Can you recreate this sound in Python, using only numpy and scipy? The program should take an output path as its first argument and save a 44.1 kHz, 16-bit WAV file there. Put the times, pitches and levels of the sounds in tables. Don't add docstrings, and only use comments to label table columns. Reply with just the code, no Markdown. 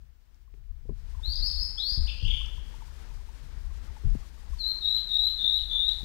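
import sys
import numpy as np
from scipy import signal
from scipy.fft import rfft, irfft
from scipy.io import wavfile
from scipy.ndimage import uniform_filter1d

SR = 44100
rng = np.random.default_rng(int(sys.argv[2]) if len(sys.argv) > 2 else 0)


def decibels_to_gain(level_db):
    exponent = np.asarray(level_db, float) / 20
    return 10 ** exponent


def file_out(sig):
    cols = np.atleast_2d(sig).T
    lim = np.clip(cols, -1, 1)
    pcm = np.round(lim * 32767).astype(np.int16)
    wavfile.write(sys.argv[1], SR, pcm)


N = 266672

# start_s, climb_s, foot_hz, top_hz, level_db
SLURS = [
    (1.228, 0.1, 3428, 4794, -39.5),
    (1.408, 0.066, 3628, 5286, -35.5),
    (1.558, .066, 3708, 5266, -38),
    (1.774, 0.17, 3150, 5207, -36),
]
# start_s, length_s, foot_hz, top_hz, level_db
FLICKS = [
    (1.347, .03, 3658, 5100, -32.5),
    (1.504, .033, 3795, 5170, -36),
    (1.648, 0.0206, 4680, 5315, -39),
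    (2.081, 0.0266, 2346, 2783, -41),
]
# start_s, length_s, from_hz, to_hz, level_db
CHIRPS = [
    (1.327, 0.011, 4700, 3300, -38),
    (1.329, 0.015, 8000, 4830, -53),
    (1.487, 0.012, 5070, 3200, -39),
    (2.072, .015, 2750, 3760, -40.5),
    (2.092, 0.0131, 3700, 2650, -38.5),
    (2.113, 0.015, 3650, 2500, -54),
    (2.299, 0.027, 3296, 3244, -36),
]
# start_s, length_s, from_hz, to_hz, climax_level_db
WARBLE = [
    (2.175, 0.14, 2900, 3300, -33.5),
    (2.328, .172, 3200, 3100, -35),
    (2.27, 0.13, 2550, 2450, -53),
]
# start_s, pitch_hz, level_db
LEAD_IN = [
    (4.584, 4500, -53),
    (4.61, 4156, -35),
    (4.648, 3920, -33),
    (4.654, 3952, -39),
    (4.664, 4007, -29),
    (4.69, 4214, -31.5),
    (4.714, 4160, -38),
    (4.726, 3400, -53),
]
# start_s, length_s, pitch_hz, level_db, trill_depth_hz
WHISTLES = [
    (4.812, 0.16, 3790, -30, 114),
    (5.087, 0.19, 3752, -28.5, 115),
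    (5.377, .205, 3628, -29.5, 130),
    (5.688, .203, 3535, -30.5, 107),
]
OVERTONES_DB = -32.5, -40, -55
# pitch_hz, gain_db
BEAK = [(5000, 8.5), (7500, -12), (9000, -6), (10500, 0), (12000, 7), (13500, 6), (16000, 2)]
# band_hz, t60_s, strength_db
FOREST = [(700, 0.98, 5.5), (2500, 0.93, 0), (3200, 0.83, -0.93), (3950, 0.94, -0.1), (5500, 0.97, 0.2),
          (8800, 0.88, 1), (13900, 0.24, 2.5)]
# start_s, peak_db, pitch_hz
CLUCKS = [(0.476, -66.5, 1080), (0.893, -57, 1040), (1.147, -53, 1024), (1.193, -51, 916),
          (1.277, -59, 970), (1.783, -55, 1320), (2.41, -50, 1090), (2.578, -52, 970), (2.739, -48.5, 897),
          (2.82, -45.5, 900), (2.882, -57, 960), (3.111, -54, 890), (3.286, -52.5, 894), (3.366, -62, 1090),
          (3.705, -57, 1075), (3.898, -56, 905), (3.965, -46, 870), (4.102, -75, 824), (4.228, -58, 1150),
          (4.251, -60, 1080), (4.477, -61, 1020), (4.531, -50, 1070), (4.762, -54, 1010), (5.169, -61, 799),
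          (5.235, -47, 776), (5.518, -55, 940), (5.756, -54, 1090), (5.788, -54, 870), (5.886, -53, 840),
          (6.005, -53, 830)]
# band_hz, level_db_per_hz
LEAVES = [(120, -7), (200, 0.5), (304, -5.5), (334, -5.5), (745, -10.5), (895, -8), (1200, -10.5),
          (1630, -8.5), (2530, -12), (4980, -12), (14900, -25.5), (15800, -32)]
# time_s, level_db
SHAKE = [(0, -62), (.15, -60), (.45, -53), (.75, -47), (1.1, -39), (1.5, -38), (1.85, -45), (2.35, -41.5),
         (2.75, -42.5), (3.4, -45), (3.75, -38.5), (4.0, -44), (4.3, -48.5), (4.55, -40), (4.8, -47.5),
         (5.5, -45), (6.05, -41)]
# peak_s, deep_db, upper_db, s to die by 20 dB
LURCHES = [(0.0, -48, -59, 0.3), (.53, -49.5, -58, 0.8), (.71, -36, -58, 0.07), (.89, -34.5, -40, .15),
           (1.18, -33, -50, 0.04), (1.281, -31, -47.5, .2), (1.41, -28, -50, 0.12), (1.579, -31, -53, 0.18),
           (2.0, -23.5, -52, 0.2), (2.236, -42, -34.5, 0.2), (2.259, -25.5, -44, 0.27),
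           (2.461, -33.5, -56, 0.03), (2.542, -38, -49.5, 0.26), (3.1, -40.5, -51, 0.25),
           (3.15, -47, -56, 0.35), (3.43, -55, -53, 0.3), (3.57, -35, -51, 0.05), (3.67, -32, -55, 0.14),
           (3.909, -36, -56, 0.02), (4.056, -32.5, -26.5, 0.13), (4.11, -24.5, -57, .12),
           (4.154, -40, -38.5, 0.05), (4.511, -34, -58, 0.11), (4.7, -37.5, -61, 0), (4.849, -54, -58, 0.6),
           (5.2, -41.5, -60, 0.2), (5.61, -40, -59, 0.5), (6.045, -40, -33, 2)]
# band_hz, level_db_per_hz
DEEP_RUMBLE = [(18, -5), (27, -4), (36, 6), (46, -3), (58, 1.5), (70, -11), (90, -24)]
# band_hz, level_db_per_hz
UPPER_RUMBLE = [(41, -39.5), (70, 1.5), (86, -2.5), (134, -3), (161, -18), (320, -41.5), (420, -68),
                (700, -120)]
# start_s, peak_db, ring_hz, t60_s
KNOCKS = [
    (0.54, -55, 282, 0.025),
    (0.855, -53, 215, 0.025),
    (0.893, -36, 396, 0.035),
    (0.907, -40, 202, 0.028),
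    (0.92, -42, 210, 0.025),
    (1.969, -55, 205, 0.025),
    (2.218, -68, 199, 0.025),
    (4.043, -54, 202, 0.02),
    (4.152, -29, 212, 0.025),
    (6.032, -42, 206, 0.025),
]
# start_s, peak_db, ring_hz, t60_s
JOLTS = [
    (1.919, -26, 51, 0.26),
    (1.975, -22.5, 87, 0.15),
    (1.99, -19.5, 61.8, 0.27),
    (2.225, -27.5, 92, 0.22),
    (2.27, -28.5, 34.7, 0.64),
    (4.047, -26.5, 50.8, 0.23),
    (4.057, -16, 32.2, 0.31),
    (4.503, -30.5, 56, 0.47),
]
# start_s, peak_db, ring_hz, t60_s
CREAKS = [(0.542, -57, 400, 0.047), (0.574, -64, 390, 0.046), (0.608, -75, 382, 0.05),
          (0.679, -74, 382, 0.05), (0.855, -57, 490, 0.062), (0.925, -59, 382, 0.05),
          (0.969, -72, 382, 0.046), (2.22, -53, 502, 0.059), (2.282, -53.5, 486, 0.05),
          (2.314, -60, 380, 0.054), (4.037, -50, 408, 0.077), (4.623, -59, 464, 0.05)]
# start_s, peak_db, centre_hz, t60_s
TICKS = [
    (0.3451, -60, 5500.0, 0.003),
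    (1.7661, -60, 5500.0, 0.003),
    (2.4603, -46, 5500.0, 0.0067),
    (3.9644, -67, 5500.0, 0.003),
    (4.103, -48, 5500.0, 0.002),
    (4.29, -60, 5500.0, 0.003),
    (5.5503, -62, 5500.0, 0.0037),
]
# start_s, peak_db, centre_hz, t60_s
SNAPS = [
    (0.5407, -55, 2330, 0.0022),
    (0.6394, -64, 2300.0, 0.003),
    (0.894, -58, 2300.0, 0.003),
    (0.9744, -69, 2300.0, 0.003),
    (3.9644, -58, 2300.0, 0.003),
    (4.1016, -58, 2300.0, 0.003),
]
# band_hz, level_db_per_hz
SELF_NOISE = [(600, -2), (3000, -13), (8000, -19.5), (12000, -6), (15700, 3)]
# band_hz, level_db_per_hz
IDLE_NOISE = [(20, -17), (100, -9.5), (300, -16.5), (1200, -21), (3000, -25), (8000, -34), (15500, -49)]


def sing(notes, trill_per_s=50, uneven=0.074, waver_hz=12, flutter_db=3.0, dip_db=1.3, thinning=0.3):
    out = np.zeros(N)
    for note in notes:
        s, pitch_hz, level_db, *depth_hz = np.transpose(note)
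        at = np.arange(int(s[0] * SR), min(int(s[-1] * SR), N))
        t = at / SR
        rate = trill_per_s * (1 + uneven * drift(24.4, len(t)))
        beat = np.sin(2 * np.pi * np.cumsum(rate) / SR)
        swing_hz = np.interp(t, s, depth_hz[0]) * beat if depth_hz else 0
        hz = np.interp(t, s, pitch_hz) + swing_hz + waver_hz * drift(117.5, len(t))
        phase = 2 * np.pi * np.cumsum(hz) / SR
        effort_db = np.interp(t, s, level_db)
        edge = np.clip(np.minimum(t - s[0], s[-1] - t) / 0.002, 0, 1)
        height = np.sqrt(2) * edge * decibels_to_gain(effort_db + flutter_db * drift(84, len(t)) - dip_db * beat ** 2)
        tone = np.sin(phase)
        thin_db = -thinning * (effort_db + 32.0)
        for k, overtone_db in enumerate(OVERTONES_DB, start=2):
            gain = decibels_to_gain(overtone_db + thin_db + at_hz(BEAK, k * hz))
            tone = tone + gain * np.sin(k * phase) * (k * hz < SR / 2)
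        out[at] += height * tone
    return out


def slur(s, climb, foot_hz, top_hz, db, bend=0.71, attack_s=0.014, soft_db=-16):
    t = np.linspace(0, climb, num=12)
    hz = foot_hz + (top_hz - foot_hz) * (t / climb) ** bend
    level_db = db + soft_db * np.maximum(1 - t / attack_s, 0)
    level_db += 94 * (0.11 - climb) * (t / climb - .5)
    crest = (s + climb + 0.014, top_hz - 200, level_db[-1] + 3)
    return np.r_[np.c_[s + t, hz, level_db], [crest]]


def flick(s, length, foot_hz, top_hz, db, rise=0.359, feet_db=-13.5):
    end_hz = foot_hz - 0.256 * (top_hz - foot_hz)
    return [(s, foot_hz, db + feet_db), (s + rise * length, top_hz, db), (s + length, end_hz, db + feet_db)]


def chirp(s, length, from_hz, to_hz, db, best_hz=5040, loss_db_per_khz=5.5):
    off_khz = np.abs(np.array([from_hz, to_hz]) - best_hz) / 1000
    return np.c_[[s, s + length], [from_hz, to_hz], db - loss_db_per_khz * (off_khz - off_khz.min())]


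def warble(s, length, from_hz, to_hz, db, climax_s=2.319, fade_db_per_s=140, depth_hz=272):
    t = np.linspace(s, s + length, num=9)
    level_db = db - fade_db_per_s * np.abs(t - climax_s)
    return np.c_[t, np.linspace(from_hz, to_hz, num=9), level_db, depth_hz + 0 * t]


def whistle(s, length, hz, db, depth_hz, hook_s=0.014, dive_s=0.014):
    t = np.linspace(0, length - hook_s, num=12)
    u, attack = t / t[-1], np.minimum(t / 0.04, 1)
    creep_hz = hz + 1200 * t[-1] * u ** 1.7
    level_db = db - 16 * (1 - attack) ** 2 + 3 * (u - .5)
    buzz = np.c_[s + t, creep_hz, level_db, depth_hz * (2 + attack) / 3]
    hook = (s + length, creep_hz[-1] + 140.5, db + 5, 0.29 * depth_hz)
    plunge = (s + length + dive_s, 2650, db - 31, 0)
    return np.r_[buzz, [hook, plunge]]


def flycatcher():
    plain = [slur(*row) for row in SLURS] + [flick(*row) for row in FLICKS] + [chirp(*row) for row in CHIRPS]
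    lead_in = [(*row, 22) for row in LEAD_IN]
    buzzy = [lead_in] + [whistle(*row) for row in WHISTLES]
    song = sing(plain)
    song += sing(buzzy, 99, uneven=0.02, waver_hz=13.0, flutter_db=2.5, dip_db=1.5, thinning=-0.24)
    song += sing([warble(*row) for row in WARBLE], 100, uneven=0.2, waver_hz=70, flutter_db=4.0, dip_db=3.5)
    return song


def forest(song, level_db=5.5, rise_s=0.018, near_db=6.5, near_t60_s=0.19):
    t, tail = np.arange(SR * 3 // 2) / SR, 0
    white = rng.standard_normal(len(t))
    edges = 500 * 2 ** np.arange(0, 5.1, .5)
    table = np.array(FOREST)
    for low, high in zip(edges, edges[1:]):
        band = signal.sosfilt(signal.butter(2, [low, high], "band", fs=SR, output="sos"), white)
        centre_hz = np.sqrt(low * high)
        t60, strength_db = at_hz(table, centre_hz), at_hz(table[:, ::2], centre_hz)
        tail = tail + band * decibels_to_gain(strength_db) * (decibels_to_gain(-60 * t / t60) + decibels_to_gain(near_db - 60 * t / near_t60_s))
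    tail = tail * (1 - np.exp(-t / rise_s)) * decibels_to_gain(drift(44, len(t)))
    return song + decibels_to_gain(level_db) * signal.fftconvolve(song, tail / np.sqrt(.06 * SR))[:N]


def frogs(swell_s=0.0035, fall=0.048, count=130):
    out, t = np.zeros(N + SR), np.arange(SR // 12) / SR
    shape = t / swell_s * np.exp(1 - t / swell_s)
    luck = rng.random((count, 3))
    far = np.c_[1.15 + 4.85 * luck[:, 0], -65 + 8 * luck[:, 1] ** 2, 800 + 600 * luck[:, 2] ** 2]
    for s, peak_db, hz in np.r_[CLUCKS, far]:
        tone = np.sin(2 * np.pi * np.cumsum(hz * (1 + fall - fall * t / 0.0069)) / SR)
        start = round(s * SR)
        out[start:start + len(t)] += decibels_to_gain(peak_db - 2.0) * shape * tone
    return out[:N]


def shaking():
    now, t = np.arange(N) / SR, np.arange(0, N, 64) / SR
    steady_db = np.interp(now, *np.transpose(SHAKE))
    s, deep_db, upper_db, dies = np.transpose(LURCHES)[:, :, None]
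    loss_db = np.maximum(20 * (t - s) / dies, 500 * (s - t))
    sudden_db = np.maximum(1.55 * loss_db, 1500 * (s - t))
    deep = np.interp(now, t, decibels_to_gain(deep_db - loss_db).sum(axis=0))
    upper = np.interp(now, t, decibels_to_gain(upper_db - sudden_db).sum(axis=0))
    deep = np.hypot(deep, decibels_to_gain(steady_db))
    upper = np.hypot(upper, decibels_to_gain(-60 + 1.12 * (steady_db + 44)))
    return deep * evened(coloured(DEEP_RUMBLE), 0.0604) + upper * evened(coloured(UPPER_RUMBLE), .07)


def evened(x, span_s):
    return x / np.sqrt(uniform_filter1d(x ** 2, round(span_s * SR)) + 0.1)


def taps(events, soft_hz, gain_db):
    out, span = np.zeros(N + SR), SR // 3
    click = signal.lfilter(*signal.butter(2, soft_hz, fs=SR), np.eye(1, span)[0])
    for s, peak_db, hz, t60 in events:
        sound = ring(click, hz, t60)
        start = round(s * SR)
        out[start:start + span] += decibels_to_gain(peak_db + gain_db) * sound / np.abs(sound).max()
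    return out[:N]


def ring(clicks, hz, t60):
    r, w = decibels_to_gain(-60 / (t60 * SR)), 2 * np.pi * hz / SR
    return signal.lfilter([0, np.sin(w)], [1, -2 * r * np.cos(w), r * r], clicks)


def handling():
    bumps = taps(KNOCKS, soft_hz=800, gain_db=3.5) + taps(JOLTS, soft_hz=295, gain_db=-1.5)
    bumps += taps(CREAKS, soft_hz=250, gain_db=4.5) + taps(TICKS, soft_hz=9000, gain_db=2.5)
    return bumps + taps(SNAPS, soft_hz=4000, gain_db=1.5)


def air(song):
    t = np.arange(N) / SR
    shut = .5 - .5 * np.tanh((t - 0.97) / 0.16)
    ringing = np.sqrt(np.abs(uniform_filter1d(song ** 2, round(0.14 * SR))))
    lift_db = 5 * ringing / (ringing + decibels_to_gain(-43.5))
    stream_db = -71 - 15 * shut + 0.383 * t
    leaves_db = -77 - 15.5 * shut + lift_db
    hiss = coloured(LEAVES)
    stream = signal.sosfiltfilt(signal.butter(1, 2600, fs=SR, output="sos"), hiss)
    far = decibels_to_gain(stream_db + 10.0 + 1.53 * drift(4.8, N)) * stream
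    return far + decibels_to_gain(leaves_db + 13.0 + 1.85 * drift(13, N)) * (hiss - stream)


def coloured(spectrum):
    hz = np.arange(N // 2 + 1) * SR / N
    inside = (hz > spectrum[0][0]) & (hz < spectrum[-1][0])
    x = irfft(rfft(rng.standard_normal(N)) * decibels_to_gain(at_hz(spectrum, hz)) * inside, N)
    return x / x.std()


def drift(rate, size):
    r = np.exp(-2 * np.pi * rate / SR)
    slow = signal.lfilter([1], [1, -2 * r, r * r], rng.standard_normal(size + SR))
    return (slow[SR:] - slow[SR:].mean()) / slow[SR // 2:].std()


def at_hz(points, hz):
    points = np.array(points)
    return np.interp(np.log(np.maximum(hz, 1)), np.log(points[:, 0]), points[:, 1])


def scene():
    rung = forest(flycatcher())
    heard = rung + frogs() + air(rung) + shaking() + handling()
    left = 2 * heard + decibels_to_gain(-79.5) * coloured(SELF_NOISE)
    right = decibels_to_gain(-76.5) * coloured(IDLE_NOISE)
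    return np.array([left, right])


def roll_off(x):
    return signal.sosfilt(signal.butter(12, 15900, fs=SR, output="sos"), x)


def record(dry):
    level_db = 10 * np.log10(uniform_filter1d(dry[0] ** 2, round(0.011 * SR)) + 1e-12)
    duck = decibels_to_gain(-.6 * np.maximum(level_db + 18.5, 0))
    mix = signal.sosfilt(signal.ellip(12, .5, 60, 15840, fs=SR, output="sos"), dry * duck)
    mix = mix * np.clip((N - np.arange(N)) / (.004 * SR), 0, 1)
    return roll_off(mix)


dry = scene()
out = record(dry)
file_out(out)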